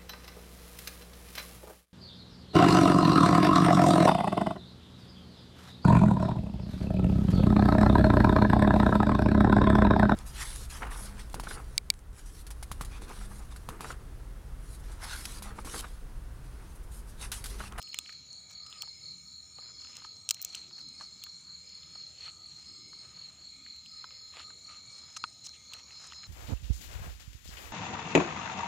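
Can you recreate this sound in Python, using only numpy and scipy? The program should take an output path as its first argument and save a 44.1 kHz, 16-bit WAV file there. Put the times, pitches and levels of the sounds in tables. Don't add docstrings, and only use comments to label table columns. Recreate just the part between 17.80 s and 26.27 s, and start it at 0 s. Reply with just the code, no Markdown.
import sys
import numpy as np
from scipy import signal
from scipy.fft import rfft, irfft
from scipy.io import wavfile
from scipy.ndimage import uniform_filter1d, map_coordinates

SR = 44100
rng = np.random.default_rng(int(sys.argv[2]) if len(sys.argv) > 2 else 0)


def wav_out(sig):
    wavfile.write(sys.argv[1], SR, np.round(np.clip(np.atleast_2d(sig).T, -1, 1) * 32767).astype(np.int16))


def undo_db(level):
    steps = np.asarray(level, float) / 20
    return 10 ** steps


N = 373527
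T = np.arange(N) / SR


def rms(x):
    return np.sqrt(np.mean(x ** 2))


def band(x, hz, width_hz, order=2):
    edges = [max(hz - width_hz / 2, 30), min(hz + width_hz / 2, SR / 2.2)]
    return signal.sosfilt(signal.butter(order, edges, "bandpass", fs=SR, output="sos"), x)


def walk(rate, db=None):
    knots = rng.standard_normal(300)
    coarse_t = T[::64]
    path = map_coordinates(knots, [coarse_t * rate], order=3)
    path = (path - path.mean()) / path.std()
    return np.interp(T, coarse_t, path if db is None else undo_db(db * path))


def add(out, s, sound):
    i = max(int(s * SR), 0)
    out[i:i + len(sound)] += sound[:max(N - i, 0)]


def coloured(points):
    hz, db = np.transpose(points)
    f = np.arange(N // 2 + 1) * SR / N + 1
    shape = undo_db(np.interp(np.log(f), np.log(hz), db))
    return irfft(rfft(rng.standard_normal(N)) * shape, N)


def forest(x, wet_db, t60=1):
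    t = T[:SR]
    fade = np.exp(-np.log(1000) * t / t60)
    tail = rng.standard_normal(SR) * fade * np.minimum(t / 0.0069, 1)
    tail /= np.sqrt(np.sum(tail ** 2))
    return x + undo_db(wet_db) * signal.fftconvolve(x, tail)[:N]


# (time [s], crack peak [dB], woody middle [dB], fine spit [dB])
CRACKS = [(0.0175, -39, -47, -58), (0.0267, -36.5, -47.5, -45), (0.328, -45, -59, -64),
          (0.1305, -62, -43, -62), (0.144, -29.5, -54, -44.5), (0.1879, -22, -28, -33),
          (0.53, -38, -66, -72), (0.0888, -48, -58, -56), (0.7106, -53, -58, -54), (0.865, -43, -56, -74),
          (0.871, -47, -62, -74), (0.901, -44, -65, -62), (1.0213, -27, -34.5, -38),
          (2.1683, -31.5, -46, -56), (2.1547, -41, -59, -61), (2.187, -55, -60, -62),
          (2.4904, -15, -31, -38), (2.4993, -28, -42, -46), (2.5, -26, -40, -50),
          (2.5085, -10.5, -24.5, -26), (2.5099, -30, -31, -34), (2.5126, -21, -39, -46),
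          (2.5413, -46, -59, -50), (2.748, -38, -34, -55), (2.545, -30, -46, -46), (2.6165, -32, -56, -30),
          (2.6235, -40, -61, -41), (2.6258, -31, -57, -31), (2.6492, -21.5, -46, -44),
          (2.648, -26, -41.5, -31), (2.7516, -24.5, -44, -50), (2.991, -48, -54, -60),
          (3.088, -38.5, -73, -74), (3.211, -46, -60, -66), (3.438, -33, -40.5, -40),
          (3.893, -47, -60, -72), (5.9627, -46, -60, -63), (6.0608, -47.5, -50, -68),
          (7.6444, -42, -58, -67), (7.65, -42, -59, -68), (7.6705, -39, -45, -60), (7.6927, -48, -60, -72),
          (7.9224, -51, -64, -69), (7.9352, -36.5, -38.5, -51), (8.269, -41, -59, -70),
          (8.273, -37, -60, -68), (8.4405, -53, -51, -74), (7.9393, -36, -43.5, -60)]
# (time [s], woody peak [dB], ring [Hz])
TAPS = [(0.075, -53, 2790), (0.1436, -35, 2650), (0.257, -50, 3680), (0.2606, -46.5, 2620),
        (0.2935, -42.5, 2300), (0.326, -53, 2200), (0.9269, -41, 3350), (2.0478, -62, 2630),
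        (2.156, -54, 2500), (2.366, -51, 5600), (2.570, -54, 2170), (2.596, -55, 2100), (2.071, -54, 3020),
        (6.569, -47, 2580), (6.892, -56, 2710), (3.427, -54, 2940), (4.0327, -51, 3100), (4.376, -58, 3150),
        (7.6918, -43, 5600), (7.6678, -42, 5450), (7.974, -57, 2580), (8.315, -51, 2600),
        (8.333, -49, 2400), (8.44, -47.5, 2200), (5.8636, -49, 2210), (6.06, -50.5, 3140),
        (7.6574, -51, 3630), (8.1076, -49.5, 2280)]
# (time [s], knock peak [dB], ring [Hz], woody middle [dB])
KNOCKS = [(0.292, -44.5, 1780, -63), (0.709, -61, 1290, -65), (1.785, -50.5, 880, -64),
          (2.22, -53, 1230, -64), (2.247, -47, 1220, -58), (2.91, -60.5, 1250, -64),
          (0.865, -62.5, 1300, -67), (1.031, -53, 1110, -64), (1.075, -56.5, 1200, -72),
          (3.21, -44, 1250, -63), (3.465, -54, 1500, -66), (4.155, -53, 1000, -68), (5.131, -53, 1270, -70),
          (2.048, -59, 1250, -64), (2.178, -57.5, 720, -66), (4.479, -51.5, 1280, -74),
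          (6.242, -43, 1220, -56), (6.569, -52, 900, -60), (7.923, -57, 1020, -66), (6.307, -60, 1330, -59),
          (6.538, -56, 1300, -64), (6.563, -60, 1230, -62), (6.596, -56, 1270, -51.5),
          (6.704, -52, 1310, -66), (7.3638, -55, 1180, -55), (7.367, -47.5, 1230, -49.5),
          (6.601, -49, 1270, -66), (7.4394, -29, 1310, -41.5), (8.322, -47, 1250, -55),
          (8.433, -52.5, 1470, -59)]
# knock, crack and spit of a tap, against its woody middle [dB]
TAP_PARTS_DB = (-20.5, -15, -22)
KNOCK_PARTS_DB = (-10, -39)


def blows():
    rows = []
    for s, crack, wood, spit in CRACKS:
        rows.append((s, (wood, wood - 26.5, crack, spit), None))
    for s, wood, hz in TAPS:
        rows.append((s, (wood, *np.add(wood, TAP_PARTS_DB)), (0, hz, 0.6)))
    for s, knock, hz, wood in KNOCKS:
        wood_peak = wood + 10.5
        rows.append((s, (wood_peak, knock, *np.add(wood_peak, KNOCK_PARTS_DB)), (1, hz, 1)))
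    return rows


# (centre [Hz], width [Hz], time to fade by 60 dB [ms])
SNAP_BANDS = [
    (3600, 1900, 11),
    (1300, 800, 22),
    (6900, 3000, 10),
    (15200, 1700, 9),
]
SPLINTER_DB = (-18, -13, -17, -11)


def snaps():
    out, t, rows = np.zeros(N), T[:1500], blows()
    for (s, levels, ring), noise in zip(rows, rng.standard_normal((len(rows), len(t)))):
        breaks = 1. * (t == 0)
        bounce_s = .3 / 1000 * (1 + abs(noise[-1]))
        breaks[int(SR * bounce_s)] = undo_db(-5)
        part_gains_db = [7.8, 4.9, 1.1, 4.8]
        for part, ((hz, width_hz, t60_ms), db, gain_db) in enumerate(zip(SNAP_BANDS, levels, part_gains_db)):
            if ring and ring[0] == part:
                hz, width_hz = ring[1], width_hz * ring[2]
            fade = np.exp(-np.log(1000) * t / (t60_ms / 1000))
            splinters = undo_db(SPLINTER_DB[part]) * noise * fade
            hit = band(splinters + breaks, hz, width_hz, order=3)
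            add(out, s, undo_db(db + gain_db) * hit / np.max(np.abs(hit)))
    thud = band(np.abs(band(out, 810, 2130)), 490, 560, order=1)
    return out + undo_db(-9.0) * thud


# (time [s], length [s], dull rustle [dB], dry rustle [dB], leafy hiss [dB])
RUSTLE = [(0, 0.51, -80, -66, -69), (0.681, 0.074, -71, -75, -61), (0.874, 0.22, -70.5, -63, -77),
          (1.75, 0.19, -67.5, -86, -78), (1.957, 0.39, -67.5, -62.5, -64), (2.52, 0.4, -73.5, -60, -59.5),
          (2.956, 0.091, -69.5, -86, -58), (3.186, 0.081, -61.5, -85, -60.5),
          (4.374, 0.14, -66, -53, -61.5), (4.636, 0.31, -72, -70, -66), (5.075, 0.64, -69.5, -67.5, -78),
          (6.295, 0.11, -86, -71.5, -82), (6.516, 0.14, -63, -56, -78), (6.847, 0.16, -67, -62.5, -70),
          (7.363, 0.016, -61, -57, -46), (6.983, 0.48, -70, -72.5, -67), (7.639, 0.034, -85, -60.5, -45),
          (7.723, 0.056, -92, -61.5, -64), (7.887, 0.15, -64.5, -63, -62), (8.023, 0.41, -68, -66, -63.5),
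          (8.237, 0.44, -69.5, -77, -66.5)]


def rustle(per_s=2200., scatter_db=3.):
    out, t = np.zeros(N), T[:300]
    sizes = (rng.random(N) < per_s / SR) * undo_db(scatter_db * np.minimum(rng.exponential(size=N), 4))
    grains = signal.fftconvolve(sizes, np.exp(-t / .0012) + .003)[:N]
    for part, (hz, width_hz) in enumerate([(1500, 1970), (3000, 1660), (6200, 2130)]):
        force = np.zeros(N)
        for s, length, *db in RUSTLE:
            add(force, s, undo_db(db[part]) * np.hanning(int(length * SR)) ** .5)
        crumbs = band(grains * rng.standard_normal(N), hz, width_hz)
        out += force * undo_db(3 * walk(25)) * crumbs / rms(crumbs)
    return out


# (ring [Hz], width [Hz], level [dB])
CAVITY = (1260, 90, -6)


def hand():
    close = snaps() + rustle()
    hz, width_hz, db = CAVITY
    hollow = undo_db(db) * 4 * band(close, hz, width_hz, order=1)
    return forest(close + hollow, -33, t60=.05)


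def stroke(hz, fall_hz, ms, turn):
    u = np.linspace(0, 1, int(ms * SR / 1000))
    pitch = hz + fall_hz * (.5 - u ** 1.235)
    swell = np.sqrt(2) * np.sin(np.pi * u) ** 0.36
    return swell * np.sin(2 * np.pi * (np.cumsum(pitch) / SR + turn))


# (time of last stroke [s], level [dB])
CHIRPS = [(0.124, -50), (0.356, -49.5), (0.586, -49), (0.834, -49.5), (1.09, -46.5), (1.315, -49),
          (1.559, -53), (1.838, -51), (2.065, -51), (2.322, -49.5), (2.549, -72), (2.781, -50.5),
          (3.011, -50), (3.266, -48.5), (3.498, -50.5), (3.751, -50), (3.979, -51.5), (4.233, -49.5),
          (4.488, -46.5), (4.715, -51), (4.966, -51.5), (5.22, -50), (5.446, -50.5), (5.702, -52),
          (5.93, -53), (6.17, -58), (6.422, -52.5), (6.671, -53), (6.927, -51.5), (7.156, -52.5)]
# (time of last stroke [s], level [dB])
ANSWERS = [(.16, -61), (.385, -60), (.615, -67), (.86, -56), (1.115, -56), (1.34, -51.5), (1.59, -51.5),
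           (1.87, -52.5), (2.12, -78), (2.39, -57.5), (2.61, -53.5), (2.85, -52), (3.085, -50.5),
           (3.31, -56.5), (3.55, -53.5), (3.80, -55.5), (4.03, -57), (4.27, -52), (4.51, -55),
           (4.77, -54.5), (5.03, -64), (5.26, -56.5), (5.49, -53), (5.75, -54.5), (5.98, -51.5),
           (6.22, -51), (6.51, -53.5), (6.73, -54), (7.0, -54.5), (7.24, -55), (7.48, -54), (7.72, -54),
           (7.97, -53.5), (8.2, -54.5), (8.44, -52)]


def cricket(chirps, hz, fall_hz, wet_db, ms=18, period_ms=25.1, warmup_db=-14.0):
    out, chance = np.zeros(N), rng.standard_normal((len(chirps), 7, 2))
    for (last, db), luck in zip(chirps, chance):
        lead_db = db - 5 + luck[6, 0]
        for k, level_db in enumerate([db, db, db, db, lead_db, lead_db + warmup_db]):
            gain = undo_db(level_db + 2.5 + 1.1 * luck[k, 0])
            start = last - (k * period_ms + ms / 2) / 1000
            if start > 0:
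                add(out, start, gain * stroke(hz, fall_hz, ms, luck[k, 1]))
    return forest(out, wet_db, t60=.4)


# (pitch [Hz], rate [strokes per s], level [dB], strokes, list of start times [s])
TRILLS = [(8180, 67, -68, 8, [.170, .508, .903, 2.341, 2.697, 3.090, 4.421, 4.781, 5.190, 6.674, 7.060, 7.441]),
          (8460, 67, -72, 7, [.014, 1.708, 3.20, 3.503, 3.772, 4.065, 4.447, 4.910, 5.161, 5.415, 5.690, 6.546, 6.830, 7.094, 7.385, 7.688]),
          (5400, 70, -64, 7, [.945, 1.41, 1.63])]
# (pitch [Hz], rate [strokes per s], level [dB], list of (start time [s], strokes))
RUNS = [(8550, 98, -72, [(.84, 26), (1.11, 38), (1.5, 28), (6.12, 7)]), (7580, 36.6, -68, [(2.338, 5),
        (2.672, 9), (3.291, 23), (4.283, 27), (5.467, 24)])]
# (time of first stroke [s], level [dB])
PAIRS = [(2.408, -62), (2.558, -62), (2.668, -68), (2.880, -65), (3.183, -70), (3.487, -59), (6.603, -68),
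         (6.863, -66), (7.099, -63), (7.477, -63), (7.985, -57)]
# (time [s], peak [dB])
TICKS = [(3.607, -46), (3.9469, -47), (4.2747, -46), (4.665, -44), (5.0828, -46), (5.5273, -48.5),
         (6.6488, -54), (7.4984, -47)]


def soloists(share=.76):
    out = np.zeros(N)
    even = [(hz, rate, db, [(s, strokes) for s in starts]) for hz, rate, db, strokes, starts in TRILLS]
    for hz, rate, db, calls in even + RUNS:
        ms = 1000 * share / rate
        for (s, strokes), luck in zip(calls, rng.standard_normal((len(calls), 42, 2))):
            for k in range(min(round(strokes), 40)):
                flat = .025 * np.exp(-k / 1.5) if strokes > 8 else 0
                pitch = hz * (1 + 0.003 * luck[41, 0] + 0.004 * luck[k, 1] - flat)
                sound = stroke(pitch, 0.012 * hz, ms, luck[k, 1])
                start = s + (k + 0.07 * luck[k - 1, 1]) / rate - ms / 2000
                add(out, start, undo_db(db - 1.0 + 3.2 * luck[k, 0]) * sound)
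    for s, db in PAIRS:
        for late_s in (0, .047):
            add(out, s + late_s, undo_db(db) * stroke(5580, 300, 13, 0))
    for s, db in TICKS:
        add(out, s, undo_db(db - 14.5) * stroke(8560, 250, 5.3, 0))
    return forest(out, -3.5, t60=.6)


def choir(hz, spread_hz, fall_hz, rate, share=.6, count=4):
    out = np.zeros(N)
    for place, luck in zip(np.linspace(-1, 1, count), rng.standard_normal(count)):
        u = np.minimum(T * rate * (1 + .08 * luck) % 1 / share, 1)
        pitch = hz + spread_hz * (place + .5 * walk(2)) + fall_hz * (.5 - u)
        out += walk(5.6, 2.2) * np.sin(np.pi * u) * np.sin(2 * np.pi * np.cumsum(pitch) / SR)
    out = forest(out, 7.5)
    return out / np.sqrt(uniform_filter1d(out ** 2, size=SR // 4) + 0.014 * np.mean(out ** 2))


def phrases(rows, attack_s, release_s, rest_db):
    gain = undo_db(rest_db)
    for s, hold_s, db in rows:
        corners = np.cumsum([0, attack_s, hold_s, release_s])
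        gain = gain + undo_db(db) * np.interp(T - s, corners, [0, 1, 1, 0]) ** 2
    return gain


# (pitch [Hz], spread between singers [Hz], fall in a stroke [Hz], rate [strokes per s])
VOICES = [
    (5150, 35, 70, 62),
    (1260, 40, 70, 30),
    (2260, 100, 130, 25),
    (4200, 95, 250, 39),
    (6880, 150, 200, 80),
    (6320, 80, 120, 55),
    (3400, 70, 80, 40),
    (5600, 80, 120, 50),
    (3850, 60, 100, 40),
    (10450, 300, 700, 140),
]
STEADY_DB = [-73, -55.5, -60, -72.5, -75.5, -99, -73, -91.5]
# (depth [dB], rate [per s])
WANDER = [(3.5, 7), (1.2, 2), (1.5, 1.5)] + 5 * [(3, 4)]
# (time [s], level [dB])
PULSES = [(-.3, -56.5), (.76, -58.5), (1.739, -57.5), (2.839, -60.5), (3.758, -60.5), (4.739, -60),
          (5.979, -58), (7.06, -60), (8.042, -56.5)]
# (time [s], hold [s], level [dB])
RING_SWELLS = [(.8, 0.2, -80), (2.0, 0.05, -74), (4.1, 0.1, -70), (6.82, 0.06, -72), (8.3, 0.1, -72),
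               (.68, .12, -74), (6.25, .1, -73), (6.6, .06, -72)]


def chorus():
    pulse_rows = [(s, 0.28, db) for s, db in PULSES]
    gains = [phrases(pulse_rows, attack_s=0.092, release_s=0.51, rest_db=-75) * walk(3.7, 0.57),
             phrases(RING_SWELLS, attack_s=0.067, release_s=0.067, rest_db=-76) * walk(9, 4)]
    gains += [undo_db(db) * walk(rate, depth) for db, (depth, rate) in zip(STEADY_DB, WANDER)]
    shimmer = band(rng.standard_normal(N), 15150, 1300, order=3)
    shimmer *= undo_db(1.5 * walk(2) + walk(20)) / rms(shimmer)
    scoop = sum(np.where(T > s, np.exp(-abs(T - s) / .12), 0) for s, _ in PULSES)
    voices = [(VOICES[0][0] - 172.3 * scoop, *VOICES[0][1:])] + VOICES[1:]
    return undo_db(-86) * shimmer + sum(gain * choir(*voice) for voice, gain in zip(voices, gains))


# (frequency [Hz], level [dB per Hz])
AIR = [(40, -30), (68, -8), (150, -7), (420, -21), (1600, -26), (6500, -22), (9800, -40), (13800, -43)]


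def air(swell_db=2.2, flicker_db=2.2):
    hiss = coloured(AIR)
    spectrum, octave = rfft(hiss), np.log2(np.arange(N // 2 + 1) * SR / N + 1)
    out = np.zeros(N)
    for centre in np.arange(4, 15, 1 / 2):
        depth = .3 if centre > 13 else 1
        patch = irfft(spectrum * np.maximum(1 - 2 * abs(octave - centre), 0), N)
        out += patch * walk(2.51, depth * swell_db) * walk(14, depth * flicker_db)
    hum = band(rng.standard_normal(N), 73, 11, order=2)
    return undo_db(-64.5) * out / rms(hiss) + undo_db(-72.5) * hum / rms(hum)


# (frequency [Hz], level [dB])
PORTS = [(24, -11), (40, -0.5), (973, -4), (1250, 2.5), (2510, -7.5), (3930, -0.5), (5200, -24),
         (15500, -10.5)]


def port_noise():
    side = coloured(PORTS)
    return undo_db(-79) * side / rms(side)


def scene():
    near, far = cricket(CHIRPS, 4290, 450, -8), cricket(ANSWERS, 4170, 321, -0.6)
    mid = hand() + near + far + soloists() + chorus() + air()
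    side = port_noise() + undo_db(-34) * np.roll(mid, 300)
    return mid + np.outer([1, -1], side)


def roll_off(x):
    return signal.sosfilt(signal.butter(12, 16670, fs=SR, output="sos"), x)


# (time [s], depth [dB], recovery [ms])
DIPS = [
    (2.515, -5, 14),
    (2.618, -18, 4),
]


def record(dry):
    top = signal.ellip(7, .15, 20, 15500, fs=SR, output="sos")
    dip_db = sum(np.where(T > s, db * np.exp(-((T - s) * 1000 / ms) ** 2), 0) for s, db, ms in DIPS)
    gain = uniform_filter1d(undo_db(dip_db), size=40)
    mix = signal.sosfiltfilt(top, gain * dry)
    return roll_off(mix)


dry = scene()
out = record(dry)
wav_out(out)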